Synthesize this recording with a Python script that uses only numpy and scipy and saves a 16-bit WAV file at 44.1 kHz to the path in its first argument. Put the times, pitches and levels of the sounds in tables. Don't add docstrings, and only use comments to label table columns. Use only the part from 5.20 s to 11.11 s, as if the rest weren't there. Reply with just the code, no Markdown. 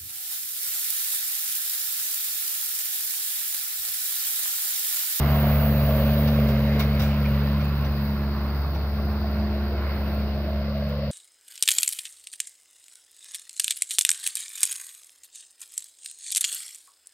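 import sys
import numpy as np
from scipy import signal
from scipy.io import wavfile
from scipy.ndimage import uniform_filter1d

SR = 44100
rng = np.random.default_rng(int(sys.argv[2]) if len(sys.argv) > 2 else 0)


def natural_amplitude(level_db):
    exponent = np.asarray(level_db, float) / 20
    return 10 ** exponent


def log_audio(samples):
    frames = np.atleast_2d(samples).T
    limited = np.clip(frames, -1, 1)
    pcm = np.round(limited * 32767).astype(np.int16)
    wavfile.write(sys.argv[1], SR, pcm)


N = 260631
TIME = np.arange(N) / SR
HZ = np.fft.rfftfreq(1024, 1 / SR)
FRAME_TIMES = np.arange(N // 256 + 5) * 256 / SR
PIPE_WIDTH_HZ = 92

# (time [s], firing rate [Hz])
FIRING = [(0, 69.7), (.3, 72.3), (.8, 69.1), (1.05, 72.4), (1.35, 67.6), (1.61, 71.6), (1.78, 69.6),
          (1.96, 72), (2.13, 68.6), (2.39, 73.4), (2.64, 68.9), (2.9, 71.7), (3.18, 69.2), (3.35, 70.7),
          (4.75, 70.7), (4.98, 69.8), (5.35, 71.7), (5.91, 71)]
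# (time [s], pipe resonance [Hz], roar level [dB])
EXHAUST = [(0, 650, -33.5), (.5, 596, -33.5), (1.0, 586, -32.5), (1.4, 572, -35), (1.9, 584, -38),
           (2.4, 571, -42), (3.0, 613, -44.5), (3.4, 654, -45), (3.7, 658, -43), (4.3, 639, -41.5),
           (4.7, 618, -40), (5.3, 622, -38.5), (5.75, 581, -35.5), (5.91, 562, -36.5)]
# (time [s], share of the side-on colour
TURNING = [(0, 0.84), (1.2, 0.85), (2.3, 0.68), (3.4, 0.18), (4.0, 0.3), (5.91, 0.7)]


def evened(x):
    return x / np.sqrt(np.mean(np.atleast_2d(x).mean(0) ** 2) + 1e-20)


def read(points, hz):
    f, value = np.transpose(points)
    return np.interp(np.log(hz + 1), np.log(f + 1), value, left=value[0], right=value[-1])


def play(rows, t=TIME):
    s, *columns = np.transpose(rows)
    return [np.interp(t, s, c) for c in columns]


def drift(hz):
    rates = np.geomspace(hz / 20, hz, num=24)
    coarse = TIME[::64]
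    slow = sum(np.sin(2 * np.pi * (f * coarse + rng.random())) / np.sqrt(f) for f in rates)
    return evened(np.interp(TIME, coarse, slow))


def lobes(rows, t=TIME):
    return sum(db * np.exp(-((t - s) / max(half, .03)) ** 2) for s, half, db in rows)


def away(nearest_db, share, t=TIME):
    nearest_m, nearest_s, speed_m_per_s = 11.35, -0.55, 4.89
    along_path = speed_m_per_s * (t - nearest_s) / nearest_m
    return nearest_db - share * 10 * np.log10(1 + along_path ** 2)


def throb(cycles, depth, lag):
    return 1 + depth * np.cos(2 * np.pi * (cycles - lag))


def side_view(t=TIME):
    return np.clip(play(TURNING, t)[0], 0, 1)


def colour(points, skirt_db=-90):
    ends = [(points[0][0] * .8, skirt_db), *points, (points[-1][0] * 1.2, skirt_db)]
    return read(ends, HZ)[:, None]


def hump(hz, half_width):
    return -20 * np.log10(1 + ((HZ[:, None] - hz) / half_width) ** 2)


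def noise(shape_db, patchy_db):
    # (frequency [Hz], coherence [0-1])
    likeness = [(25, .75), (50, .82), (100, .88), (250, .97), (600, .98), (900, .88), (1300, .86),
                (1800, .7), (3800, .65), (4700, .2), (7000, .4), (10300, .25), (12500, .65), (15000, .6),
                (15900, .3)]
    # (frequency [Hz], lead of the left [rad])
    phase_lead = [(0, 0), (1460, 0.1), (2580, 1.2), (3790, 2.9), (4570, 2.7), (6290, 5.5), (7580, 5.0),
                  (8610, 6.4), (10400, 6.5), (10900, 9.0), (12200, 9.9), (15400, 11.4)]
    # (frequency [Hz], left minus right [dB])
    level_lean = [(60, 0), (700, .4), (1000, -3), (2600, -4.5), (3600, 0), (4800, 12), (7200, 11),
                  (9000, 4), (11000, 5), (13200, -1), (14500, -4.5), (15500, -9.5)]
    same = np.clip(read(likeness, HZ), 0, 1)[:, None]
    lead = read(phase_lead, HZ)[:, None]
    lean = natural_amplitude(read(level_lean, HZ) / 2)[:, None]
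    a, b, c, d, patches = rng.standard_normal((len(FRAME_TIMES), len(HZ), 5), dtype=np.float32).T
    patches = uniform_filter1d(uniform_filter1d(patches, size=9, axis=0), size=12, axis=1)
    left = a + 1j * b
    right = (same * left + np.sqrt(1 - same ** 2) * (c + 1j * d)) * np.exp(-1j * lead)
    centre = np.sqrt(lean ** 2 + lean ** -2 + 2 * same * np.cos(lead))
    level = natural_amplitude(shape_db + patchy_db * patches / patches.std())
    z = np.array([left * lean, right / lean]) / centre * level
    return evened(signal.istft(z, nperseg=1024, noverlap=768)[1][:, :N])


def firing_tones(cycles):
    # (time [s], half length [s], level [dB])
    first_lobes = [
        (1.35, 0.081, -1),
        (2.9, 0.31, -2),
        (4.2, .6, 0),
        (5.75, 0.3, -3),
    ]
    # (time [s], half length [s], level [dB])
    second_null = [
        (3.75, 0.85, -11),
        (4.6, 0.39, -17.5),
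        (5.3, .3, -6.5),
    ]
    # (time [s], half length [s], level [dB])
    fifth_lobes = [(.25, .12, 6.1), (2.85, .3, 9.7), (3.25, 0.15, 13), (3.85, 0.37, 13.3),
                   (4.5, 0.36, 17.6), (4.85, 0.087, 8), (5.25, 0.11, 14.6)]
    # (time [s], half length [s], level [dB])
    sixth_lobes = [(.25, .1, 7), (.85, .14, 15), (1.32, .09, 18), (1.62, .2, 11), (2.23, .1, 12),
                   (4.3, .4, 6), (5.08, .12, 9)]
    turn = 2 * np.pi * cycles
    first_db = away(-23.5, 0.45) + lobes(first_lobes)
    second_db = away(-23, 0.94) + lobes(second_null)
    fifth_db = -57.5 + lobes(fifth_lobes)
    sixth_db = -55 + lobes(sixth_lobes)
    out = natural_amplitude(first_db + .5 * drift(41)) * np.cos(turn)
    out += natural_amplitude(second_db - 0.03 + 0.54 * drift(14)) * np.cos(2 * turn + np.pi / 2)
    out += natural_amplitude(fifth_db - 3.0 + 0.5 * drift(12)) * np.cos(5 * turn)
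    out += natural_amplitude(sixth_db - 1.5 + 0.81 * drift(20)) * np.cos(6 * turn)
    for order, db in [(1.25, -45.5), (1.5, -51), (2.25, -50), (2.5, -53), (4, -67), (4.25, -61)]:
        out += natural_amplitude(db + 3.0 * drift(5.4)) * np.cos(order * turn)
    return np.sqrt(2) * out


def fan_tone():
    # (time [s], blade rate [Hz], level [dB])
    fan = [(0, 217.5, -32.5), (.14, 216, -28), (.35, 217, -30), (.6, 217, -26), (.85, 217.3, -25.5),
           (1.1, 218.8, -25.5), (1.4, 217, -27), (1.8, 214, -24.5), (2.1, 212.5, -30.5), (2.6, 212, -32),
           (3.08, 211.8, -31), (3.55, 211.5, -46), (3.78, 211.2, -33), (4.2, 211, -29.5),
           (4.62, 211, -38.5), (4.85, 210.8, -33), (5.35, 210.8, -33.5), (5.91, 211.8, -33.5)]
    hz, db = play(fan)
    level = natural_amplitude(db + 1.64 * drift(18))
    return np.sqrt(2) * level * np.cos(2 * np.pi * np.cumsum(hz + 0.56 * drift(13.0)) / SR)


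def exhaust(cycles):
    # (time [s], half length [s], width [dB])
    pipe_spread = [
        (3.3, 1.5, .4),
        (5.75, .45, -8),
    ]
    # (frequency [Hz], density [dB per Hz])
    rumble_shape = [(15, -34), (43, -21), (60, -15.5), (90, 3), (125, 0), (165, -3), (250, -7), (330, -7),
                    (450, -9.5), (600, -18), (900, -41.5)]
    # (time [s], half length [s], level [dB])
    rumble_lobes = [
        (.1, 0.066, 1.5),
        (4.8, 0.57, 2.5),
        (5.75, 0.22, -5),
    ]
    roar_db = play(EXHAUST)[1]
    rumble_db = away(-36.5, 0.76) + lobes(rumble_lobes)
    pipe_hz = play(EXHAUST, FRAME_TIMES)[0]
    half_width = np.maximum(PIPE_WIDTH_HZ * natural_amplitude(lobes(pipe_spread, FRAME_TIMES)), 30)
    roar = noise(hump(pipe_hz, half_width) - 10 * np.log10(half_width), patchy_db=.7)
    rumble = noise(colour(rumble_shape), patchy_db=0.0) * throb(cycles, depth=.15, lag=.3)
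    puffs = throb(cycles, depth=.2 + .28 * side_view(), lag=.3)
    return natural_amplitude(roar_db) * roar * puffs + natural_amplitude(rumble_db + 3.5) * rumble


def pipe_orders(cycles):
    pipe_hz, roar_db = play(EXHAUST)
    firing_hz = play(FIRING)[0]
    lines = 0
    for order in range(7, 11):
        response = 1 / (1 + ((order * firing_hz - pipe_hz) / PIPE_WIDTH_HZ) ** 2)
        waver = natural_amplitude(4 * drift(15))
        lines = lines + response * waver * np.cos(2 * np.pi * (order * cycles + .12 * drift(20)))
    return np.sqrt(2) * natural_amplitude(roar_db - 10) * side_view() * lines


def clatter(cycles):
    # (frequency [Hz], density [dB per Hz])
    from_side = [(410, -14.5), (700, -18.5), (848, -13), (1110, -7.5), (1310, -10.5), (1770, -11.5),
                 (1930, -16), (2200, -18), (2420, -15.5), (2810, -15), (3670, -22.5), (5000, -25.5),
                 (7110, -34), (8000, -39.5), (9000, -38), (11700, -66.5), (19800, -120)]
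    # (frequency [Hz], density [dB per Hz])
    from_rear = [(410, -19), (700, -5), (810, -3), (1120, -1.5), (1240, -16), (1350, 0.5), (1490, -5.5),
                 (1850, -12), (2110, -14), (2350, -20.5), (2560, -13), (3460, -39.5), (4000, -27.5),
                 (5200, -54), (8800, -120)]
    # (frequency [Hz], half width [Hz])
    block_rings = [
        (1100, 300),
        (2100, 170),
    ]
    # (time [s], half length [s], level [dB])
    clatter_lobes = [
        (1.0, .2, -0.5),
        (2.2, .4, 2),
        (4.8, 0.49, 3.5),
    ]
    # (time [s], half length [s], level [dB])
    lower_lobes = [
        (.1, .9, 17),
        (3.4, .7, 12),
        (4.65, .1, 9),
    ]
    # (time [s], half length [s], level [dB])
    upper_lobes = [
        (.3, 0.61, 10),
        (1.6, .5, 11.3),
        (4.69, 0.1, 9.8),
    ]
    level_db = away(-37, 0.98, FRAME_TIMES) + lobes(clatter_lobes, FRAME_TIMES)
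    side = side_view(FRAME_TIMES)
    parts = [(level_db - .7, side * colour(from_side) + (1 - side) * colour(from_rear))]
    for ring, ring_lobes in zip(block_rings, (lower_lobes, upper_lobes)):
        ring_db = -54.5 + lobes(ring_lobes, FRAME_TIMES)
        parts.append((ring_db - 2.5, hump(*ring)))
    parts.append((away(-61.5, 2.27, FRAME_TIMES) - 2.5, hump(6760, 780)))
    power = sum(natural_amplitude(2 * (db + shape_db)) / natural_amplitude(2 * shape_db).sum(0) for db, shape_db in parts)
    block = np.sqrt(power.sum(0).mean()) * noise(10 * np.log10(power), patchy_db=1.0)
    return natural_amplitude(.6 * drift(12)) * block * throb(cycles, depth=.1, lag=.35)


def soil(cycles):
    # (frequency [Hz], density [dB per Hz])
    soil_shape = [(1760, -24), (3000, -6), (3460, -5.5), (4660, 4.5), (5160, -1.5), (6120, -19.5),
                  (7050, -35), (7700, -36), (9000, -50), (11700, -61.5), (19800, -120)]
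    level = natural_amplitude(away(-52.5, 0.089) + 0.21 * drift(25))
    return level * noise(colour(soil_shape), patchy_db=0.83) * throb(cycles, depth=.06, lag=.4)


def intake(cycles):
    # (frequency [Hz], density [dB per Hz])
    hiss_shape = [(4710, -63.5), (8000, -36.5), (8540, -27.5), (9700, -30), (11000, -20.5), (13100, -7),
                  (14100, -1.5), (15000, 2.5), (15700, -5)]
    # (time [s], half length [s], level [dB])
    beam = [
        (.4, 0.42, 7.8),
        (1.0, .25, 5.3),
        (2.75, 0.14, 1.5),
        (3.75, 0.12, 1.6),
        (4.9, 0.23, 4),
    ]
    octaves = np.log2(np.clip(HZ, 11000, None) / 14000)[:, None]
    dulling_db = octaves * (FRAME_TIMES - 1)
    level = natural_amplitude(away(-44.5, 1.65) + lobes(beam) + .9 * drift(30))
    hiss = noise(colour(hiss_shape) - dulling_db, patchy_db=.6)
    return level * hiss * throb(cycles, depth=.13, lag=.15)


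def whine():
    # (time [s], half length [s], level [dB])
    whine_lobe = [
        (1.2, 1.1, 18),
    ]
    hz = 3920 - 10 * TIME
    level = natural_amplitude(-70 + lobes(whine_lobe) + 3 * drift(40))
    line = level * np.cos(2 * np.pi * np.cumsum(hz + 14 * drift(30)) / SR)
    return np.sqrt(2) * line * np.array([[1], [-.65]])


def stones():
    # (time [s], thud [dB], grit above the thud [dB], t60 [s], ring [dB])
    knocks = [(1.075, -36.5, -10.5, 0.094, -52), (1.128, -49.5, -8, .1, -60),
              (1.285, -39, -2.5, 0.096, -73), (1.594, -29.5, -4, 0.14, -39), (1.794, -32, -5.5, 0.11, -64),
              (1.818, -40, 2, 0.39, -44), (1.904, -60, -6, .1, -49), (2.052, -44, -10, 0.039, -35),
              (2.403, -43.5, -17, 0.077, -40.5), (2.443, -60, 13, 0.089, -52), (2.643, -42, -20, .1, -60),
              (3.179, -51, -18, .08, -54), (3.546, -44.5, -15, 0.11, -52), (4.453, -60.5, -7.5, .08, -63),
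              (4.98, -66, 8, .3, -52), (5.688, -61, 10, 0.091, -60)]
    # (frequency [Hz], density [dB per Hz])
    thud_shape = [(300, -10), (700, 9), (2200, -4.5), (4500, -4), (5800, -6), (7000, -27), (8500, -51)]
    # (frequency [Hz], density [dB per Hz])
    grit_shape = [(5000, -34), (7000, -16.5), (8500, -21.5), (10000, -22), (12000, -15), (14000, -9.5),
                  (15700, 0)]
    disc_hz = 2200
    dull = noise(colour(thud_shape), patchy_db=.5)
    bright = noise(colour(grit_shape), patchy_db=1.0)
    out, t = np.zeros((2, N)), np.arange(8000) / SR
    modes = np.sin(2 * np.pi * disc_hz * t) + 0.98 * np.sin(2 * np.pi * 1.1 * disc_hz * t)
    for s, db, grit_db, t60, ring_db in knocks:
        start = round(s * SR)
        at = slice(start, start + len(t))
        fade = np.tanh(t / 0.00076) * natural_amplitude(-60 * np.maximum(t - .01, 0) / max(t60, .02))
        swell = 0.53 + 0.45 * np.tanh(t / 0.017)
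        thud = swell * (natural_amplitude(db) * dull[:, at] + natural_amplitude(ring_db) * modes)
        spray = (0.61 + 0.49 * np.exp(-t / .004)) * natural_amplitude(db + grit_db) * bright[:, at]
        out[:, at] += (thud + spray) * fade
    return out


def frame_jolt():
    jolt_s, jolt_hz, jolt_db, t60_s = 1.796, 98.5, -19, 0.23
    out, t = np.zeros(N), np.arange(8000) / SR
    decay = np.tanh(t / 0.0058) * natural_amplitude(jolt_db - 60 * t / t60_s)
    out[round(jolt_s * SR):][:len(t)] = decay * np.sin(2 * np.pi * jolt_hz * t)
    return out


def scene():
    cycles = np.cumsum(play(FIRING)[0]) / SR
    engine = firing_tones(cycles) + fan_tone() + exhaust(cycles) + pipe_orders(cycles) + clatter(cycles)
    return engine + soil(cycles) + intake(cycles) + whine() + stones() + frame_jolt()


def band_limit(x):
    return signal.sosfilt(signal.butter(12, 15890, fs=SR, output="sos"), x)


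def record(dry):
    # (frequency [Hz], share of bands left out [0-1])
    holes = [(3000, 0), (5500, .03), (7000, .2), (8200, .5), (9800, .45), (10800, .12), (12000, 0)]
    hz, _, z = signal.stft(dry, SR, nperseg=1024)
    cells = rng.random((2, len(hz) // 4 + 1, z.shape[2] // 4 + 1))
    chance = cells.repeat(4, axis=1).repeat(4, axis=2)[:, :len(hz), :z.shape[2]]
    kept = chance > read(holes, hz)[:, None]
    below_edge = (hz < 15760)[:, None]
    thinned = signal.istft(z * (.03 + kept) * below_edge, SR, nperseg=1024)[1][:, :N]
    closing_fade = np.minimum(TIME[::-1] / 0.0031, 1)
    return band_limit(thinned * closing_fade)


dry = scene()
out = record(dry)
log_audio(out)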